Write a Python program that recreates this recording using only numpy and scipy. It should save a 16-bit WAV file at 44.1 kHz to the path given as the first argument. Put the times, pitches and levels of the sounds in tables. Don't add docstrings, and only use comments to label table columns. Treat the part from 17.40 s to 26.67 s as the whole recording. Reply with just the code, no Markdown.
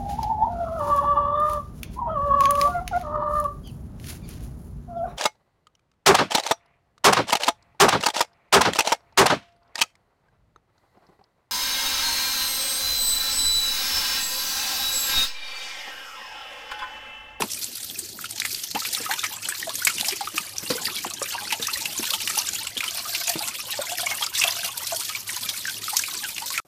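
import sys
import numpy as np
from scipy import signal
from scipy.io import wavfile

SR = 44100
rng = np.random.default_rng(int(sys.argv[2]) if len(sys.argv) > 2 else 0)


def inscribe(sig):
    pcm = np.round(np.clip(np.atleast_2d(sig).T, -1, 1) * 32767)
    wavfile.write(sys.argv[1], SR, pcm.astype(np.int16))


N = 408807
CUT_S, RETURN_S = 9.2003, 9.249
TRAY_HZ = 204


def from_db(db):
    return 10 ** (np.asarray(db) / 20)


def rms_one(x):
    return x / np.sqrt(np.mean(x ** 2) + 1e-20)


def in_time(rows):
    s, *columns = np.transpose(rows)
    return [np.interp(np.arange(N) / SR, s, c) for c in columns]


def drift(rate_hz):
    r = np.exp(-80 * np.pi * rate_hz / SR)
    noise = rng.standard_normal(N // 40 + 2002)
    slow = signal.lfilter([1], [1, -2 * r, r * r], noise)[2000:]
    return np.interp(np.arange(N) / 40, np.arange(len(slow)), rms_one(slow))


def resonate(x, hz, width_hz):
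    r = np.exp(-np.pi * width_hz / SR)
    return signal.lfilter([1, 0, -1], [1, -2 * r * np.cos(2 * np.pi * hz / SR), r * r], x + 1e-18)


def churn(corner_hz):
    lowpass = signal.butter(2, corner_hz, fs=SR, output="sos")
    return rms_one(signal.sosfilt(lowpass, rng.standard_normal(N)))


def add(out, s, sound):
    i = max(round(s * SR), 0)
    out[i:i + len(sound)] += sound[:N - i]


def banded(spectrum, source, patchy_db, flicker_hz):
    hz_points, db_points = np.transpose(spectrum)
    out, edges = 0, np.geomspace(25, 16000, 29)
    for k, (low, high) in enumerate(zip(edges, edges[1:])):
        if hz_points[0] < high and low < hz_points[-1]:
            level_db = np.interp(np.log(low * high) / 2, np.log(hz_points), db_points)
            bandpass = signal.butter(2, [low, high], "band", fs=SR, output="sos")
            band = signal.sosfilt(bandpass, source[k % 2])
            out = out + band * from_db(level_db + patchy_db * drift(flicker_hz))
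    return rms_one(out)


# time_s, spray_db, gurgle_db
STREAM_LEVELS = [(0.0, -35, -58), (0.53, -34.5, -77), (0.83, -37.5, -63), (0.96, -35, -47),
                 (1.26, -28, -61), (1.64, -34.5, -40), (2.12, -37, -45.5), (2.58, -32, -47),
                 (3.06, -34, -44.5), (3.51, -34, -38), (4.12, -37, -41.5), (4.53, -32.5, -40.5),
                 (5.03, -32, -40), (5.21, -34.5, -40), (5.8, -31, -42), (6.3, -36.5, -40),
                 (6.7, -34, -37.5), (6.98, -29, -34.5), (8.04, -33.5, -47.5), (8.75, -32, -39.5),
                 (9.03, -36, -50.5), (9.08, -31.5, -69)]


def stream(pulse):
    spray_db, gurgle_db = in_time(STREAM_LEVELS)
    spits = breakup(per_s=27, spread_db=5.5, t60=0.019, steady=0)
    droplets = gurgle(per_s=380, cycles=80.8, low_hz=2175, high_hz=10240, clumps=pulse, rough=0.67)
    gurgling = gurgle(per_s=190, cycles=53.2, low_hz=782.0, high_hz=3637, clumps=pulse, rough=0.45)
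    droplets_db = (spray_db + gurgle_db) / 2 + 2.5
    water = from_db(spray_db) * spray(pulse + spits)
    water += from_db(droplets_db) * droplets
    return water + from_db(gurgle_db) * gurgling


def breakup(per_s, spread_db, t60, steady):
    sizes = from_db(spread_db * np.minimum(rng.exponential(1, N), 2.2))
    slugs = (rng.random(N) < per_s / SR) * sizes
    fall = from_db(-60 / (t60 * SR))
    swell = np.exp(-1 / (0.12 * t60 * SR))
    return steady + signal.lfilter([1 - swell], np.convolve([1, -fall], [1, -swell]), slugs)


# pitch_hz, level_db
SPRAY_TONE = [(710, -83), (1200, -5.5), (2630, 0), (3550, 3.5), (4070, 9.5), (7870, 5), (13000, 4.5),
              (15200, 4.5)]


def spray(pulse):
    sizes = from_db(3.3 * np.minimum(rng.exponential(1, (2, N)), 5))
    ticks = rng.standard_normal((2, N)) * sizes
    return banded(SPRAY_TONE, ticks * pulse, patchy_db=3.5, flicker_hz=26.4)


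def gurgle(per_s, cycles, low_hz, high_hz, clumps, rough):
    out = np.zeros(N)
    draws = rng.random((4000, 5))
    starts = np.cumsum(-np.log(1 - draws[:, 0])) / per_s
    for s, (_, pitch, size, rise, life) in zip(starts[starts < CUT_S], draws):
        hz = low_hz * (high_hz / low_hz) ** pitch
        life_s = cycles * (0.22 + life) / hz
        strength = clumps[int(s * SR)] * from_db(7 * pitch - 5.94 * np.log(1.07 - size))
        bubble = chirp(hz, life_s, .5 * rise - .12, 2 * np.pi * life, swell=0.39)
        add(out, s, strength * bubble)
    return rms_one(out * (1 + rough * churn(low_hz / 3)))


def chirp(hz, life_s, rise, wobble, swell):
    t = np.arange(int(life_s * SR) + 2) / SR
    u = t / life_s
    shape = (1 - np.exp(-u / swell)) * from_db(-22 * u)
    shape *= np.cos(np.pi * np.minimum(u, 1) / 2) ** 2
    shape *= 1 + 0.23 * np.sin(11 * u + wobble)
    phase = 2 * np.pi * hz * (t + rise * t * u / 2)
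    return shape * np.sin(phase + .5 * np.sin(17 * u + wobble))


# middle_s, depth_db, length_s
LULL_DIPS = [(0.744, 5.5, 0.034), (0.88, 11, 0.023), (0.95, 8.5, 0.034), (1.308, 10.5, 0.15),
             (1.987, 4.5, 0.052), (2.912, 7, 0.077), (3.146, 6.5, 0.14), (3.72, 5.5, 0.2),
             (5.342, 11, 0.13), (6.903, 12.5, 0.075), (7.31, 5.5, 0.2), (7.844, 12, 0.044),
             (8.011, 4.5, 0.035), (8.402, 10.5, 0.034)]


def thinning_db():
    t = np.arange(N) / SR
    return -sum(db * np.exp(-(2 * (t - s) / length) ** 2) for s, db, length in LULL_DIPS)


# start_s, level_db, pitch_hz, decay_s
SPLAT_BURSTS = [(0.0201, 0, 2430, 0.013), (0.133, -7, 5700, 0.015), (0.242, -4.5, 7500, 0.011),
                (0.334, -30, 3900, 0.015), (0.498, -15.5, 3340, 0.016), (0.589, -10, 8100, 0.031),
                (0.855, -14.5, 2960, 0.024), (0.9092, -4.5, 8500, 0.0082), (0.9996, -0.5, 4470, 0.013),
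                (1.05, -5.5, 2020, 0.02), (1.145, -7, 4650, 0.017), (1.3112, -11.5, 4300, 0.02),
                (1.3484, -11, 2770, 0.041), (1.4012, -11.5, 4900, 0.018), (1.45, -7.5, 2510, 0.029),
                (1.548, -4.5, 3800, 0.016), (1.711, -8.5, 1700, 0.051), (1.737, -3, 2970, 0.015),
                (1.8384, -4, 2000, 0.042), (2.0864, -7.5, 8350, 0.048), (2.293, -10, 3670, 0.015),
                (2.354, -3.5, 6060, 0.012), (2.381, -18, 4190, 0.044), (2.449, 3, 7800, 0.018),
                (2.4701, 4, 2100, 0.025), (2.582, -8, 2770, 0.019), (2.596, -9, 2780, 0.031),
                (2.61, 1, 3550, 0.0094), (2.645, -10, 2600, 0.034), (2.6832, -3.5, 5160, 0.038),
                (2.708, -9.5, 2770, 0.022), (2.723, -10.5, 2370, 0.037), (2.979, -2.5, 2530, 0.018),
                (3.1822, -6, 5650, 0.011), (3.303, -9.5, 4300, 0.071), (3.5696, -16, 4000, 0.075),
                (3.736, -12, 6050, 0.025), (4.1045, -11, 2400, 0.042), (4.123, -1, 2830, 0.032),
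                (4.2234, -10, 3720, 0.069), (4.2697, -3.5, 5970, 0.016), (4.455, -4, 2800, 0.021),
                (4.641, -14, 2440, 0.015), (4.705, -3, 4300, 0.017), (4.735, -5, 3120, 0.034),
                (4.803, -15, 3000, 0.034), (4.874, -0.5, 2720, 0.015), (4.957, -10, 6400, 0.019),
                (5.2683, -12.5, 2750, 0.029), (5.375, -8.5, 3400, 0.038), (5.405, -6, 2420, 0.022),
                (5.439, -6.5, 2550, 0.02), (5.508, -8, 6260, 0.0082), (5.748, -8.5, 2460, 0.039),
                (5.991, -8, 4730, 0.015), (6.8636, -5.5, 4640, 0.015), (6.949, -8.5, 3600, 0.059),
                (7.013, -4.5, 2550, 0.066), (7.038, 5, 2640, 0.015), (7.546, -9, 5700, 0.015),
                (7.691, -9.5, 2980, 0.019), (7.891, -10.5, 2040, 0.026), (8.089, -5, 3300, 0.026),
                (8.295, -9.5, 3660, 0.016), (8.44, -9, 3900, 0.011), (8.471, -15, 4200, 0.01),
                (8.567, 4, 5800, 0.019), (8.591, -1.5, 6200, 0.017), (8.637, -10, 2300, 0.02),
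                (8.839, -8, 5100, 0.011), (8.964, -15, 2780, 0.028), (8.98, -6.5, 2610, 0.017),
                (9.059, -8.5, 7550, 0.0063), (9.079, -14, 3550, 0.015), (9.104, -7.5, 4500, 0.015),
                (9.139, -15, 2060, 0.11), (9.177, -3, 2270, 0.016)]


def splats():
    out, t = np.zeros(N), np.arange(3000) / SR
    bursts = rng.standard_normal((len(SPLAT_BURSTS), 3000))
    for (s, db, hz, decay_s), burst in zip(SPLAT_BURSTS, bursts):
        ring = rms_one(resonate(burst, hz, hz * 0.13))
        spit = rms_one(resonate(burst[::-1], hz * 1.32, hz * 3.2))
        u = t / max(decay_s, .006)
        crack = 0.5 * np.exp(-t / 0.00087)
        shape = (1 - np.exp(-t / 0.0006)) * (from_db(-25 * u - 10.0 * u * u) + crack)
        add(out, s, from_db(db - 14) * (ring + .55 * spit) * shape)
    return out


# start_s, level_db, pitch_hz (at the start), life_cycles, glide_share
BIG_BUBBLES = [(0.001, -18.5, 784, 11, -0.022), (0.02, -15.5, 1060, 29, -0.51),
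               (0.173, -32.5, 2490.0, 72, -0.04), (0.555, -28.5, 2680, 60, -0.2),
               (0.789, -24, 1630, 18, -0.6), (0.842, -22.5, 1390, 25, 0.05), (1.019, -15, 1970, 18, 0.62),
               (1.357, -16.5, 803, 34, 0.42), (1.419, -25.0, 1350.0, 35, -0.15),
               (1.661, -20.5, 1280, 58, -0.043), (1.692, -20.5, 761, 77, 0.5),
               (1.831, -22, 1325, 67, -0.16), (2.088, -15.5, 1350, 7.8, 0.38),
               (2.123, -18.5, 1760.0, 27, -0.11), (2.227, -17.5, 1900, 32, -0.014),
               (2.27, -23, 666, 42, -0.039), (2.293, -28.5, 900, 42, 0.77), (2.419, -22, 1350, 44, 0.55),
               (2.496, -18.5, 1410, 33, -0.092), (2.627, -27, 810, 24, 0.16),
               (2.686, -26.5, 860, 22, -0.19), (2.807, -20, 810.0, 47, 0.0051),
               (2.873, -15.0, 1220, 21, 0.16), (2.978, -16, 1263, 25, -0.051), (3.351, -25, 477, 27, 0.16),
               (3.468, -19, 2050, 40.0, -0.35), (3.645, -16, 1205, 25, -0.87),
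               (3.817, -21.5, 1140, 28.0, 0.22), (3.817, -17, 570, 12.6, -0.037),
               (3.979, -24.5, 1670, 72, -0.2), (4.073, -22.5, 1410.0, 13, 0.14),
               (4.123, -19, 990, 46, -0.55), (4.283, -19, 1180, 35, 0.33), (4.357, -19.5, 1940, 39, 0.02),
               (4.734, -23.5, 1330, 30, -0.2), (4.898, -21.5, 1330, 31, -0.12), (5.369, -16, 3240.0, 35, 0),
               (5.431, -22.5, 1460.0, 27, -0.33), (5.653, -25, 1184, 42, 0.12),
               (6.006, -26, 864, 40, -0.081), (6.39, -18, 536, 27, 0.46), (6.518, -20, 692, 38, 0.12),
               (6.584, -21, 2050, 25, -0.4), (6.63, -21.5, 693, 30, 0.1), (6.72, -24, 2160, 67, -0.03),
               (6.823, -21.5, 1146, 34, 0.29), (6.869, -26, 1270.0, 34, 0.1),
               (7.046, -17.5, 707, 23, -0.083), (7.232, -21.5, 1470, 21, 0.2), (7.521, -17, 679, 39, -0.1),
               (7.695, -26.5, 1207, 60, 0.17), (7.749, -19.5, 2220, 56, 0.29), (7.965, -27.5, 940, 29, 0.2),
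               (8.253, -16, 1790.0, 20.0, -0.13), (8.278, -19.5, 1610, 70, -0.12),
               (8.481, -20, 1330, 33, -0.15), (8.531, -21.5, 778, 44, 0.77), (8.594, -19, 1520, 24, 0.26),
               (8.832, -24, 1730, 130, -0.4), (9.017, -24.5, 850, 60, 0.34), (9.103, -23, 1013, 34, 0.27),
               (9.179, -22, 1393, 116, -0.29)]


def big_bubbles():
    out, t = np.zeros(N), np.arange(2000) / SR
    smacks, wobbles = rng.standard_normal((len(BIG_BUBBLES), 2000)), rng.random(len(BIG_BUBBLES))
    for (s, db, hz, cycles, glide), smack, wobble in zip(BIG_BUBBLES, smacks, wobbles):
        life_s = max(cycles, 8) / hz
        bubble = chirp(hz, life_s, glide, 2 * np.pi * wobble, swell=0.066)
        add(out, s, from_db(db) * bubble)
        neighbour = chirp(hz * (2.0 + 0.69 * wobble), 0.7 * life_s, glide, 0, swell=0.083)
        add(out, s + 0.22 * life_s, from_db(db - 16) * neighbour)
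        puff = rms_one(resonate(resonate(smack, hz * 1.2, hz), hz * 1.2, hz))
        add(out, s, from_db(db - 11.5) * puff * from_db(-60 * t / life_s))
    return out * (1 + 0.2 * churn(220))


# opens_s, shuts_s, level_db
HOLLOW_OPENINGS = [(2.604, 2.764, -47), (4.455, 4.54, -43.5), (5.504, 6.066, -45.5), (6.43, 6.78, -47),
                   (7.05, 7.285, -41.5)]


def hollow(pulse):
    hollow_hz, width_hz = 679, 69
    shut_db, turn_s = -84, 0.025
    t = np.arange(N) / SR
    opening = from_db(shut_db)
    for opens, shuts, db in HOLLOW_OPENINGS:
        facing = np.clip(np.minimum(t - opens, shuts - t) / turn_s + .5, 0, 1)
        opening = opening + from_db(db) * facing
    knocks = rng.standard_normal(N) * np.maximum(pulse - 0.8, 0) ** 0.88
    air = resonate(knocks, hollow_hz, width_hz)
    return opening * rms_one(resonate(air, hollow_hz, 3 * width_hz))


# time_s, level_db
RUNOFF_LEVELS = [(1.5, -57), (2.6, -52.5), (4.6, -54.5), (6.2, -61)]


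def drumming():
    lumps = breakup(per_s=26, spread_db=-3, t60=0.08, steady=0.095)
    blows = rng.standard_normal(N) * lumps
    tray = rms_one(resonate(resonate(blows, TRAY_HZ, 300), TRAY_HZ, 300))
    return from_db(in_time(RUNOFF_LEVELS)[0]) * tray


# start_s, level_db, pitch_hz
TRAY_THUDS = [(0.004, -24, 425), (0.029, -23, 204), (1.347, -26.5, 272), (1.602, -32, 476),
              (2.599, -38, 215), (2.942, -34.5, 325), (3.227, -32.5, 340), (3.302, -17.5, 502),
              (3.661, -30, 352), (4.197, -31, 466), (4.594, -29, 350), (5.365, -33.5, 255),
              (5.956, -26.5, 328)]


def thuds():
    out, t = np.zeros(N), np.arange(5000) / SR
    shape = (1 - np.exp(-t / 0.00054)) * from_db(-60 * t / 0.09)
    pushes = rng.standard_normal((len(TRAY_THUDS), 5000))
    for (s, db, hz), push in zip(TRAY_THUDS, pushes):
        tray = rms_one(resonate(resonate(push, TRAY_HZ, 250), TRAY_HZ, 280))
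        rough = rms_one(resonate(push[::-1], hz * 1.4, hz * 4.0))
        body = np.sin(2 * np.pi * hz * t) + 0.73 * tray + .5 * rough
        add(out, s, from_db(db) * body * shape)
    return out


def tiles(x):
    out = x.copy()
    for delay_s, db in [(.013, -17), (.022, -19)]:
        add(out, delay_s, from_db(db) * x)
    return out


# pitch_hz, level_db
YARD_TONE = [(25, -29), (70, -4), (86, -10.5), (220, -2.5), (295, -12.5), (388, 1.5), (484, -25.5),
             (528, -4.5), (1500, -22), (1950, -56)]


def yard():
    rumble = banded(YARD_TONE, rng.standard_normal((2, N)), patchy_db=7.0, flicker_hz=17.3)
    hum = rms_one(resonate(rng.standard_normal(N), 103.7, width_hz=11))
    return from_db(-53.5) * rumble + from_db(-58) * hum


def scene():
    pulse = breakup(per_s=48, spread_db=5.5, t60=0.025, steady=0.94)
    flow = (stream(pulse) + hollow(pulse) + drumming()) * from_db(thinning_db())
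    water = flow + splats() + big_bubbles() + thuds()
    floor = yard()
    t = np.arange(N) / SR
    after = np.clip(t - CUT_S, 0, 1)
    near = (tiles(water) + floor) * np.where(t < CUT_S, 1, from_db(-26 - 800 * after))
    air = from_db(-63) * rng.standard_normal(N)
    return (near + (floor[::-1] + air) * (t > RETURN_S))[None]


def record(dry):
    mic = signal.sosfilt(signal.cheby2(10, 30, 15300, fs=SR, output="sos"), dry)
    return signal.sosfilt(signal.cheby2(12, 70, 16500, fs=SR, output="sos"), mic)


dry = scene()
out = record(dry)
inscribe(out)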